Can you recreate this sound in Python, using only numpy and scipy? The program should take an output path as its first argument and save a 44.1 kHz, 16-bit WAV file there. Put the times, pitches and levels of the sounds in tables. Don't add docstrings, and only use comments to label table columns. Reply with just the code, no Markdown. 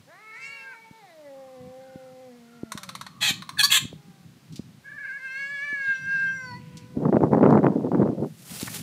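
import sys
import numpy as np
from scipy import signal
from scipy.fft import rfft, irfft, next_fast_len
from scipy.io import wavfile
from scipy.ndimage import uniform_filter1d, minimum_filter1d, map_coordinates

SR = 44100
rng = np.random.default_rng(int(sys.argv[2]) if len(sys.argv) > 2 else 0)


def bounce(signal):
    frames = np.transpose(np.atleast_2d(signal))
    limited = np.clip(frames, -1, 1)
    pcm = np.round(limited * 32767).astype(np.int16)
    wavfile.write(sys.argv[1], SR, pcm)


N = 388962
TIME = np.arange(N) / SR
TOP_HZ = 15600


def amp(db):
    return 10 ** (np.asarray(db) / 20)


def unit(x):
    return x / np.sqrt(np.mean(x ** 2) + 1e-20)


def along(points, hz):
    freqs, values = np.transpose(points)
    return np.interp(np.log(hz + 1), np.log(freqs + 1), values)


def follow(rows, t):
    times, *columns = np.transpose(rows)
    return [np.interp(t, times, column) for column in columns]


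def curves(rows, fade_s=0.00398):
    t = TIME[(TIME >= rows[0][0]) & (TIME <= rows[-1][0])]
    gate = np.clip(np.minimum(t - t[0], t[-1] - t) / fade_s, 0, 1)
    return [t, gate] + follow(rows, t)


def add(track, start_s, x):
    part = track[max(0, round(start_s * SR)):][:len(x)]
    part += x[:len(part)]


def wobble(t, rate):
    return map_coordinates(rng.standard_normal(size=8192), [t * rate], mode="wrap")


def filtered(x, gain):
    size = next_fast_len(len(x) + SR // 10)
    return irfft(rfft(x, size) * gain(np.fft.rfftfreq(size, 1 / SR)), size)[:len(x)]


def shaped(x, colour):
    return unit(filtered(x, lambda hz: amp(along(colour, hz))))


def noise(t, colour):
    return shaped(rng.standard_normal(N)[:len(t)], colour)


def resonance(hz, centre, width):
    return 1 / np.hypot(1, 2 * (hz - centre) / width)


def share(gains):
    return gains / np.linalg.norm(gains, axis=0)


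def vocal_folds(t, pitch, jitter, rate, count):
    order = np.arange(1, count + 1)[:, None]
    hz = order * pitch
    phase = 2 * np.pi * np.cumsum(pitch * (1 + jitter * wobble(t, rate))) / SR
    loose = np.clip((hz - 2400) / 2500, 0, 1)
    coarse = t[::64]
    drift_db = np.array([np.interp(t, coarse, 3.4 * wobble(coarse, 6) + 2 * wobble(coarse, 55))
                         for _ in order])
    waves = np.sqrt(2) * np.sin(order * phase + order ** 2) * (hz < TOP_HZ)
    return hz, amp(loose * (drift_db + 3.5)) * waves


# (frequency [Hz], level [dB]); levels in all tables are relative
AIR_COLOUR = [(88, -49.5), (150, -10), (244, -13.5), (877, -18), (4390, -21.5), (15500, -33.5)]

def still_air():
    return amp(-60.5) * noise(TIME, AIR_COLOUR)


# (time [s], level [dB])
BREEZE_LEVEL = [(0.0, -48), (0.1, -71), (1.53, -70), (1.6, -53), (2.3, -66), (3.32, -44), (3.76, -52.5),
                (3.85, -37.5), (4.0, -55.5), (4.73, -46.5), (5.15, -63), (5.84, -58.5), (6.3, -46),
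                (6.9, -45), (8.34, -51), (8.82, -41.5)]
# (frequency [Hz], level [dB])
BREEZE_COLOUR = [(30, -40), (75, -10), (161, 2.5), (337, -17), (450, -31.5), (580, -64), (990, -120)]

def breeze():
    db, = follow(BREEZE_LEVEL, TIME)
    return amp(db + 2.5) * unit(amp(4.5 * wobble(TIME, 25)) * noise(TIME, BREEZE_COLOUR))


# (time [s], pitch [Hz])
MOAN_PITCH = [(0.06, 220), (0.11, 321.6), (0.16, 374.5), (0.21, 428.5), (0.37, 449.4), (0.57, 454.2),
              (0.99, 446), (1.11, 331.6), (1.31, 274), (1.62, 251), (1.86, 263.8), (2.27, 255.2),
              (2.39, 236), (2.58, 236.2), (2.72, 213.4), (3.0, 160)]
# (time [s], jaw resonance [Hz], level [dB], upper resonance [Hz], level [dB])
MOAN_MOUTH = [(0.06, 523, -55, 1600, -73), (0.12, 780, -60, 1700, -57), (0.2, 1180, -60, 1970, -52),
              (0.26, 1340, -54, 2130, -48.5), (0.46, 1230, -60.5, 2220, -45),
              (0.66, 1010, -55, 2240, -54.5), (0.87, 900, -51.5, 2240, -56.5),
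              (0.98, 866, -54.5, 2222, -60), (1.04, 800, -51.5, 2060, -65), (1.1, 700, -77, 1900, -58),
              (1.2, 620, -61, 2000, -74), (1.275, 560, -65, 2000, -59), (1.34, 537, -68, 1960, -75),
              (1.5, 523, -85, 1980, -73.5)]
# (time [s], level [dB])
MOAN_HUM = [(0.95, -63), (1.12, -54), (1.27, -44.5), (1.4, -45), (1.62, -47.5), (1.8, -45.5), (2.25, -48.5),
            (2.42, -54.5), (2.85, -51.5), (3.0, -64)]
CATCH_TIMES = [0.828, 0.915, 1.018]
# (frequency [Hz], level [dB])
LOW_CLOSED = [(170, 10), (240, 5.5), (265, -4), (390, -24), (470, -1.5), (520, 7), (640, -1.5), (710, -7),
              (780, -2), (850, -14), (1400, -37), (2100, -38), (2600, -61), (4000, -73)]
LOW_OPEN = [(450, -13), (2250, 12.5), (3300, -30), (4100, 7.5), (5000, -40), (14000, -45)]

def low_cat():
    t, gate, pitch = curves(MOAN_PITCH, fade_s=0.029)
    jaw_hz, jaw_db, upper_hz, upper_db = follow(MOAN_MOUTH, t)
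    hum_db, = follow(MOAN_HUM, t)
    quaver = 1 + 0.005 * wobble(t, 18)
    hz, waves = vocal_folds(t, pitch * quaver, jitter=0.0075, rate=190, count=22)
    hum = amp(hum_db) * share(amp(along(LOW_CLOSED, hz)))
    catch_db = -20 * sum(np.exp(-((t - time) / 0.015) ** 2) for time in CATCH_TIMES)
    jaw = amp(jaw_db + catch_db) * share(resonance(hz, jaw_hz, width=280) ** 2)
    leak = amp(-14.5) * share(amp(along(LOW_OPEN, hz)))
    upper = amp(upper_db) * (share(resonance(hz, upper_hz, width=520) ** 3) + leak)
    upper *= amp(2.4 * np.array([wobble(t, 13.86) for _ in hz]))
    breath = amp(upper_db - 16) * noise(t, LOW_OPEN)
    voice = np.sum((hum + jaw + upper) * waves, axis=0) + breath
    out = np.zeros(N)
    add(out, t[0], gate * amp(wobble(t, 14.08)) * voice)
    return out


# (time [s], pitch [Hz], throat ring [dB], open-mouth level [dB], mouth resonance [Hz])
ANSWER_CALL = [(0.3, 445, -63, -46, 1760), (0.35, 452, -68, -45.5, 1850), (0.4, 530, -72, -46, 2180),
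               (0.445, 541, -74, -42, 2400), (0.52, 553.6, -56, -47, 2560), (0.63, 534.4, -53, -45, 2570),
               (0.68, 527.5, -41, -58, 2440), (0.726, 515.6, -44, -55, 2207), (0.75, 449, -49, -63, 2214),
               (0.78, 463, -73, -60, 2083)]
YOWL_CALL = [(4.825, 503, -70, -75, 2200), (4.858, 552, -45, -62, 2230), (4.9, 586, -45.5, -65, 2300),
             (4.975, 580, -43, -61, 2330), (5.035, 557, -37, -52, 2220), (5.085, 571, -42.5, -51.5, 2150),
             (5.14, 552, -37.5, -48, 2080), (5.178, 562, -34.5, -48, 2180), (5.192, 516, -52, -50, 2150),
             (5.255, 533, -33.5, -43, 2340), (5.295, 517.4, -38.5, -45.5, 2360),
             (5.405, 553.5, -33.5, -38.5, 2310), (5.53, 563.7, -36, -43.5, 2406),
             (5.59, 560.4, -33.5, -40, 2340), (5.66, 579, -34.5, -40.5, 2430),
             (5.745, 563, -31.5, -41.5, 2316), (5.82, 547, -30, -40.5, 2253),
             (5.912, 534, -23, -44.5, 2472), (6.0, 528.3, -37.5, -48.5, 2420),
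             (6.125, 533, -25.5, -42.5, 2570), (6.3, 527, -23.5, -45.5, 2400),
             (6.37, 528.3, -33.5, -49.5, 2180), (6.5, 497.5, -46, -52, 1972),
             (6.544, 485.4, -68, -49.5, 1900), (6.6, 516, -74, -51, 2060)]
# (time [s], centre [Hz], level [dB])
YOWL_RESONANCES = [
    [(5.26, 3177, -77), (5.37, 3290, -58), (5.58, 3390, -55), (5.7, 3350, -70), (6.2, 3185, -84),
     (6.28, 3190, -58), (6.38, 3200, -81)],
    [(5.2, 4200, -80), (5.42, 4500, -62), (5.73, 4530, -68), (5.95, 4810, -75.5), (6.38, 4710, -74.5),
     (6.5, 4500, -50), (6.59, 4480, -55)],
    [(5.28, 5750, -74), (5.38, 6020, -59), (5.54, 6240, -77), (6.34, 5750, -63), (6.42, 5800, -53),
     (6.56, 5360, -67)],
    [(5.92, 7460, -81), (6.2, 7510, -84), (6.42, 7270, -69), (6.54, 6750, -65)],
]
# (start [s], end [s])
YOWL_BREAKS = [(4.877, 4.889), (4.917, 4.927), (4.981, 4.993), (5.046, 5.062), (5.08, 5.122)]
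# (frequency [Hz], level [dB])
HIGH_CLOSED = [(480, -10.5), (560, 0), (890, 13), (970, 11), (1065, -7), (1150, -3), (1600, -37)]
HIGH_OPEN = [(500, -25), (1600, -6), (2150, -0.5), (2750, -1.5), (3350, -16), (3800, -8), (4600, -5.5),
             (5200, -12), (6000, -13.5), (6800, -16), (7500, -14.5), (8800, -15), (11000, -30),
             (15000, -29)]

def high_cat(call, onset_s, crack_s, treble_db, hum_db, resonances=(), breaks=()):
    settle_s, end_crack_s, closing_s = 0.044, 0.049, 0.24
    break_edge_s, rattle_s, rattle_hz = 0.003, 0.018, 120
    t, gate, pitch, ring_db, open_db, mouth_hz = curves(call, fade_s=0.019)
    age, left = t - t[0], t[-1] - t
    gate *= np.clip(age / onset_s, 0, 1)

    cracking = 0.05 + 0.25 * np.clip((crack_s - age) / settle_s, 0, 1) + 0.5 * np.exp(-left / end_crack_s)
    broken = sum(np.tanh((t - start) / break_edge_s) - np.tanh((t - end) / break_edge_s)
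                 for start, end in breaks) / 2
    near_break = np.tanh(sum(np.exp(-((t - edge) / rattle_s) ** 2) for edge in np.ravel(breaks)))
    rattle = near_break * (1 - broken) * np.sin(2 * np.pi * rattle_hz * t + wobble(t, rattle_hz / 2))
    flip = cracking * np.tanh(wobble(t, 110) + wobble(t, 240)) + 0.8 * rattle
    flip_db = 4.1 * flip + 6.5 * broken
    quaver = wobble(t, 28) * (0.0025 + 0.0055 * np.exp(-age ** 2))
    sung_hz = pitch * (1 - 0.034 * flip + quaver) * (1 - 0.06 * broken)
    hz, waves = vocal_folds(t, sung_hz, jitter=0.0012, rate=240, count=24)

    closing = np.exp(-(left / closing_s) ** 2)
    hum = amp(hum_db + 16.5 * closing - 36 * cracking) * amp(along(HIGH_CLOSED, hz))
    throat = amp(ring_db) * share(resonance(hz, centre=1576, width=150) ** 3)
    waver_db = 2.6 * np.array([wobble(t, 30) for _ in hz])
    mouth = share(amp(along(HIGH_OPEN, hz)) * (0.041 + resonance(hz, mouth_hz, width=110)))
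    treble = np.clip((hz - 2900) / 300, 0, 1)
    gains = hum + throat + amp(open_db + waver_db + treble * treble_db) * mouth
    for path in resonances:
        centre_hz, db = follow(path, t)
        active = np.clip(np.minimum(t - path[0][0], path[-1][0] - t) / settle_s, 0, 1)
        gains += active * amp(db - 3 + waver_db) * share(resonance(hz, centre_hz, width=250) ** 3)
    breath = amp(open_db - 17.5) * noise(t, HIGH_OPEN)
    out = np.zeros(N)
    add(out, t[0], gate * amp(flip_db) * (np.sum(gains * waves, axis=0) + breath))
    return out


# (start [s], end [s], from [Hz], to [Hz], width [Hz], level [dB])
THROAT_RASPS = [(0.9, 1.209, 3800, 4070, 714, -69), (1.332, 1.785, 1140, 1082, 169.7, -65.5),
                (1.78, 2.149, 1591, 1324, 138.2, -63.5), (2.432, 3.013, 1418, 1313, 71.6, -61.5),
                (3.02, 3.663, 1172, 1140, 162.9, -56.5), (4.99, 5.14, 2200, 2200, 808, -57),
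                (5.805, 6.021, 4000, 3400, 1510, -55.5), (6.071, 6.3, 4360, 4430, 1700, -57.5),
                (6.55, 6.899, 2500, 2430, 1087, -63.5), (8.668, 8.69, 1713, 1550, 1210, -18.5)]

def rasps():
    out = np.zeros(N)
    for start, end, from_hz, to_hz, width_hz, db in THROAT_RASPS:
        t, gate, hz = curves([(start, from_hz), (end, to_hz)], fade_s=0.059)
        phase = 2 * np.pi * np.cumsum(hz) / SR
        ring = sum((wobble(t, width_hz) + 1.1 * wobble(t, 1.6 * width_hz)) * wave
                   for wave in (np.sin(phase), np.cos(phase)))
        add(out, start, gate * amp(db) * unit(ring))
    return out


# (time [s], level [dB], pitch [Hz])
MIC_BUMPS = [(0.911, -31, 194), (1.958, -24, 225.5), (2.634, -14.5, 268), (2.752, -22, 200),
             (3.309, -20.5, 227), (3.853, -18.5, 186), (3.93, -25, 430), (4.595, -15.5, 211),
             (5.729, -27.5, 270), (6.972, -8, 206), (8.63, -14, 234)]

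def bumps():
    out, t = np.zeros(N), TIME[:SR // 20]
    for time, db, hz in MIC_BUMPS:
        cycles = t * hz
        push = cycles * np.exp(-cycles / 0.32) * np.sin(2 * np.pi * cycles)
        add(out, time - 0.001, amp(db + 13.5) * push)
    return out


# (time [s], level [dB], brightness [dB])
JAW_POPS = [(2.719, -22, -11), (2.775, -24.5, -11.5), (2.832, -25, -11.5), (2.89, -24, -14),
            (2.951, -24, -13.5), (3.011, -24, -15.5), (3.065, -29, -20.5), (3.421, -27.5, -22.5),
            (3.491, -24.5, -16)]
# (frequency [Hz], level [dB])
JAW_COLOUR = [(350, -78), (600, -8.5), (788, -19.5), (1080, 5), (1380, -5.5), (1810, -5.5), (2950, -16),
              (4140, -3.5), (4940, -19.5), (5900, -6), (6950, -13), (9120, -10.5), (13300, -20),
              (15500, -30)]

def chatter():
    out, t = np.zeros(N), TIME[:SR // 20]
    attack = 1 - np.exp(-t / 0.00061)
    for time, db, bright_db in JAW_POPS:
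        treble_db = 0.66 * (bright_db + 6.5)
        puff = noise(t, [(hz, level + treble_db * (hz > 5000)) for hz, level in JAW_COLOUR])
        add(out, time, amp(db - 4 - 60 * t / 0.047) * attack * puff)
    return out


# (start [s], end [s], level [dB], rattle [Hz], swell [dB])
SPIT_BLASTS = [(3.218, 3.313, -20.5, 834.6, -0.5), (3.713, 3.783, -16.5, 555.6, -1.5)]
# (frequency [Hz], level [dB])
SPIT_COLOURS = [
    [(450, -64), (686, -16.5), (1010, -19), (1200, -25.5), (1720, -9), (2010, -8), (2160, -9), (2460, -3),
     (2800, -9), (3480, -3), (5590, -25.5), (6360, -15), (15500, -34)],
    [(450, -55), (876, -23.5), (1040, -9), (1390, -20.5), (1750, -2.5), (2250, -10), (2500, -2.5),
     (2840, -8), (3330, 3.5), (4400, -14), (5130, -29.5), (7240, -10), (9370, -20), (15500, -16.5)],
]

def spits():
    out = np.zeros(N)
    for (start, end, db, rattle_hz, swell_db), colour in zip(SPIT_BLASTS, SPIT_COLOURS):
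        outline = [(start - 0.014, -30), (start - 0.006, -11), (start + 0.009, -swell_db),
                   (end - 0.006, 0), (end + 0.0052, -14), (end + 0.019, -36)]
        t, gate, blast_db = curves(outline, fade_s=0.0018)
        sag = 1 - 0.1 * np.exp(np.minimum(t - end, 0) / 0.018)
        high, low = [vocal_folds(t, hz * sag, jitter=0.025, rate=130, count=26)[1]
                     for hz in (rattle_hz, 0.77 * rattle_hz)]
        voice = shaped(high.sum(axis=0) + 1.14 * low.sum(axis=0), colour)
        chopped_air = unit(noise(t, colour) * (1 + 0.5 * high[0]))
        snarl = 0.88 * voice + 0.47 * chopped_air
        add(out, t[0], gate * amp(db - 1.4 + blast_db + 0.85 * wobble(t, 330)) * snarl)
    return out


# (start [s], end [s], pitch [Hz], glide
# [octaves/s], roughness [0-1], level [dB], mouth resonance from [Hz], to [Hz], leak past it [0-1], boost of odd
# harmonics [dB])
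SHRIEK_CRIES = [(3.575, 3.59, 860, -16, 0.5, -32.5, 1770, 1540, 0.03, 11.5),
                (3.592, 3.616, 879.5, -4, 0.42, -19, 3760, 3420, 0.29, 1.5),
                (3.635, 3.657, 552, 2.5, 0.5, -16.5, 4300, 4640, 0.38, -7),
                (3.706, 3.705, 873, 0.5, 0.75, -22, 2600, 2610, 0.13, 2)]
# (frequency [Hz], level [dB])
WIDE_OPEN = [(500, -35), (830, -18.5), (1130, -1.5), (1400, -11), (1700, 5), (2200, -22.5), (2500, 1),
             (2850, -17), (3400, -3.5), (3900, -1), (4500, -3.5), (5200, -33), (5700, -9.5), (6300, -8.5),
             (7500, -18), (9000, -7.5), (10000, -16.5), (15000, -25)]

def shriek():
    rise_db_per_s, fall_db_per_s, edge_s = 2807, 1399, 0.028
    hiss_colour = [(hz, level + 7 * np.log2(hz / 3000)) for hz, level in WIDE_OPEN]
    out = np.zeros(N)
    for start, end, pitch, glide, rough, db, from_hz, to_hz, leak, odd_db in SHRIEK_CRIES:
        t, gate = curves([(start - edge_s,), (end + edge_s,)])
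        fade_db = rise_db_per_s * np.maximum(start - t, 0) + fall_db_per_s * np.maximum(t - end, 0)
        mouth_hz = np.interp(t, [start, end], [from_hz, to_hz])
        sung_hz = pitch * 2 ** (glide * (t - start))
        hz, waves = vocal_folds(t, sung_hz, jitter=0.056 * rough, rate=1100, count=26)
        odd = np.arange(1, len(hz) + 1)[:, None] % 2
        mouth = leak + resonance(hz, mouth_hz, width=403) ** 2
        tone = unit(np.sum(amp(along(WIDE_OPEN, hz) + odd_db * odd) * mouth * waves, axis=0))
        hiss = 1.4 * rough * leak * noise(t, hiss_colour)
        add(out, t[0], gate * amp(db - fade_db + 2.45 * wobble(t, 500)) * unit(tone + hiss))
    return out


# (time [s], level [dB], time to fade by 30 dB [s])
STALK_SNAPS = [(3.81, -30, 0.006), (4.523, -53.5, 0.11), (4.558, -40.5, 0.048), (6.77, -42, 0.041),
               (7.504, -47, 0.019), (8.598, -31.5, 0.012), (8.628, -27.5, 0.0068)]
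# (frequency [Hz], level [dB])
STALK_COLOUR = [(800, -36), (2500, 0), (4200, 11), (7000, 5), (10000, -5), (15500, -14.5)]

def stalks():
    out, t = np.zeros(N), TIME[:SR // 8]
    attack = 1 - np.exp(-t / 0.00035)
    for time, db, fade_s in STALK_SNAPS:
        add(out, time, amp(db - 30 * t / fade_s) * attack * noise(t, STALK_COLOUR))
    return out


# (time [s], pitch [Hz], level [dB])
SOFT_WHINES = [
    [(3.95, 417, -66), (4.1, 398, -64.5), (4.28, 379, -67.5)],
    [(6.58, 494, -58.5), (6.95, 497, -58.5), (7.08, 440, -62)],
]

def whines():
    out = np.zeros(N)
    for whine in SOFT_WHINES:
        t, gate, pitch, db = curves(whine, fade_s=0.028)
        hz, waves = vocal_folds(t, pitch, jitter=0.0097, rate=70, count=5)
        gains = share(resonance(hz, centre=667, width=380))
        add(out, t[0], gate * amp(db) * np.sum(gains * waves, axis=0))
    return out


# (time [s], level [dB])
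GUST_LEVEL = [(6.94, -51), (6.974, -30.5), (7.054, -21), (7.095, -23.5), (7.11, -40.5), (7.13, -18.5),
              (7.17, -20.5), (7.188, -29), (7.238, -15.5), (7.3, -28), (7.335, -14.5), (7.4, -22),
              (7.435, -10.5), (7.592, -16.5), (7.625, -23.5), (7.642, -11), (7.675, -14.5), (7.708, -21.5),
              (7.826, -28.5), (7.866, -21), (7.9, -37), (7.92, -22.5), (8.03, -18.5), (8.112, -27),
              (8.142, -35.5), (8.2, -28), (8.245, -22), (8.32, -63)]
# (frequency [Hz], level [dB])
RUMBLE_COLOUR = [(25, -26), (59, -31), (141, -4.5), (199, 0), (454, -8), (762, -20), (1200, -54.5),
                 (2640, -120)]
FLUTTER_COLOUR = [(300, 0.5), (900, 7.5), (2000, -17), (3000, -40), (7000, -44), (15000, -67)]

def gust():
    t, gate, db = curves(GUST_LEVEL)
    lumps_db = 2 * np.tanh(wobble(t, 70)) + 3.4 * wobble(t, 190)
    rumble = amp(db + 0.5) * shaped(amp(lumps_db) * rng.standard_normal(len(t)), RUMBLE_COLOUR)
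    flutter_db = -17.5 + 1.7 * (db - db.max())
    flicker = amp(0.54 * lumps_db + 7.5 * wobble(t, 500))
    flutter = amp(flutter_db) * shaped(flicker * rng.standard_normal(len(t)), FLUTTER_COLOUR)
    out = np.zeros(N)
    add(out, t[0], gate * (rumble + flutter))
    return out


# (time [s], level [dB])
SWIRL_HITS = [(7.052, -22.5), (7.087, -28), (7.127, -13), (7.168, -6), (7.207, -10), (7.237, -6),
              (7.319, -18), (7.43, -2), (7.44, -5.5), (7.455, -0.5), (7.462, 4), (7.524, -10.5),
              (7.576, -5.5), (7.645, -8), (7.667, -5), (8.075, -24)]
# (frequency [Hz], level [dB])
SWIRL_COLOUR = [(100, -13.5), (250, 12), (600, 10.5), (2200, -19.5), (4000, -46.5), (15000, -81.5)]

def swirls():
    out, t = np.zeros(N), TIME[:SR // 16]
    fade_s, lead_samples = 0.0092, SR // 200
    for time, db in SWIRL_HITS:
        burst = amp(-60 * t / fade_s) * rng.standard_normal(len(t))
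        thud = shaped(np.pad(burst, (lead_samples, 0)), SWIRL_COLOUR)
        thud *= np.sin(np.pi / 2 * np.minimum(np.arange(len(thud)) / lead_samples, 1)) ** 2
        add(out, time - lead_samples / SR, amp(db - 1) * thud / np.abs(thud).max())
    return out


# (time [s], level [dB])
DASH_LEVEL = [(8.2, -68.5), (8.4, -54.5), (8.54, -40), (8.58, -41.5), (8.62, -36.5), (8.7, -43.5),
              (8.745, -34.5), (8.82, -44)]
# (frequency [Hz], level [dB])
GRASS_COLOUR = [(240, -28), (400, -5), (900, -9.5), (2400, -6.5), (10300, -5), (15500, -10.5)]

def dash():
    t, gate, db = curves(DASH_LEVEL, fade_s=0.002)
    brushes = rng.standard_normal(len(t)) * amp(2.2 * wobble(t, 1500))
    out = np.zeros(N)
    add(out, t[0], gate * amp(db + 1.6 * wobble(t, 90)) * shaped(brushes, GRASS_COLOUR))
    return out


# (frequency [Hz], time to fade by 60 dB [s])
ECHO_FADE = [(200, 0.44), (1500, 0.24), (4500, 0.32), (15000, 0.16)]

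def garden_echo(x):
    hz, t, spectrum = signal.stft(rng.standard_normal(SR // 2), SR, nperseg=256)
    decay = amp(-60 * t / along(ECHO_FADE, hz)[:, None])
    _, tail = signal.istft(spectrum * decay, SR, nperseg=256)
    echo = np.pad(tail, (SR // 250, 0)) / np.linalg.norm(tail)
    return signal.fftconvolve(x, echo)[:N]


def scene():
    answer = high_cat(ANSWER_CALL, onset_s=0.072, crack_s=0.034, treble_db=-1.5, hum_db=-70)
    yowl = high_cat(YOWL_CALL, onset_s=0.016, crack_s=0.373, treble_db=-6, hum_db=-61.5,
                    resonances=YOWL_RESONANCES, breaks=YOWL_BREAKS)
    calls = low_cat() + answer + yowl + whines() + rasps()
    bursts = chatter() + spits() + shriek() + dash() + stalks()
    air = still_air()
    echo = garden_echo(amp(-11.5) * calls + amp(-10.5) * bursts)
    wind = breeze() + gust() + swirls()
    return (calls + bursts + echo + wind + bumps() + air)[None]


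def record(dry):
    bass_cut_hz, ceiling = 75, 0.69
    x = signal.sosfilt(signal.butter(3, bass_cut_hz, "high", fs=SR, output="sos"), dry[0])
    needed_gain = np.minimum(1, ceiling / (np.abs(x) + 1e-9))
    held_gain = minimum_filter1d(needed_gain, size=441)
    smooth_gain = uniform_filter1d(uniform_filter1d(held_gain, size=220), size=220)
    return filtered(x * smooth_gain, lambda hz: hz < TOP_HZ)[None]


dry = scene()
out = record(dry)
bounce(out)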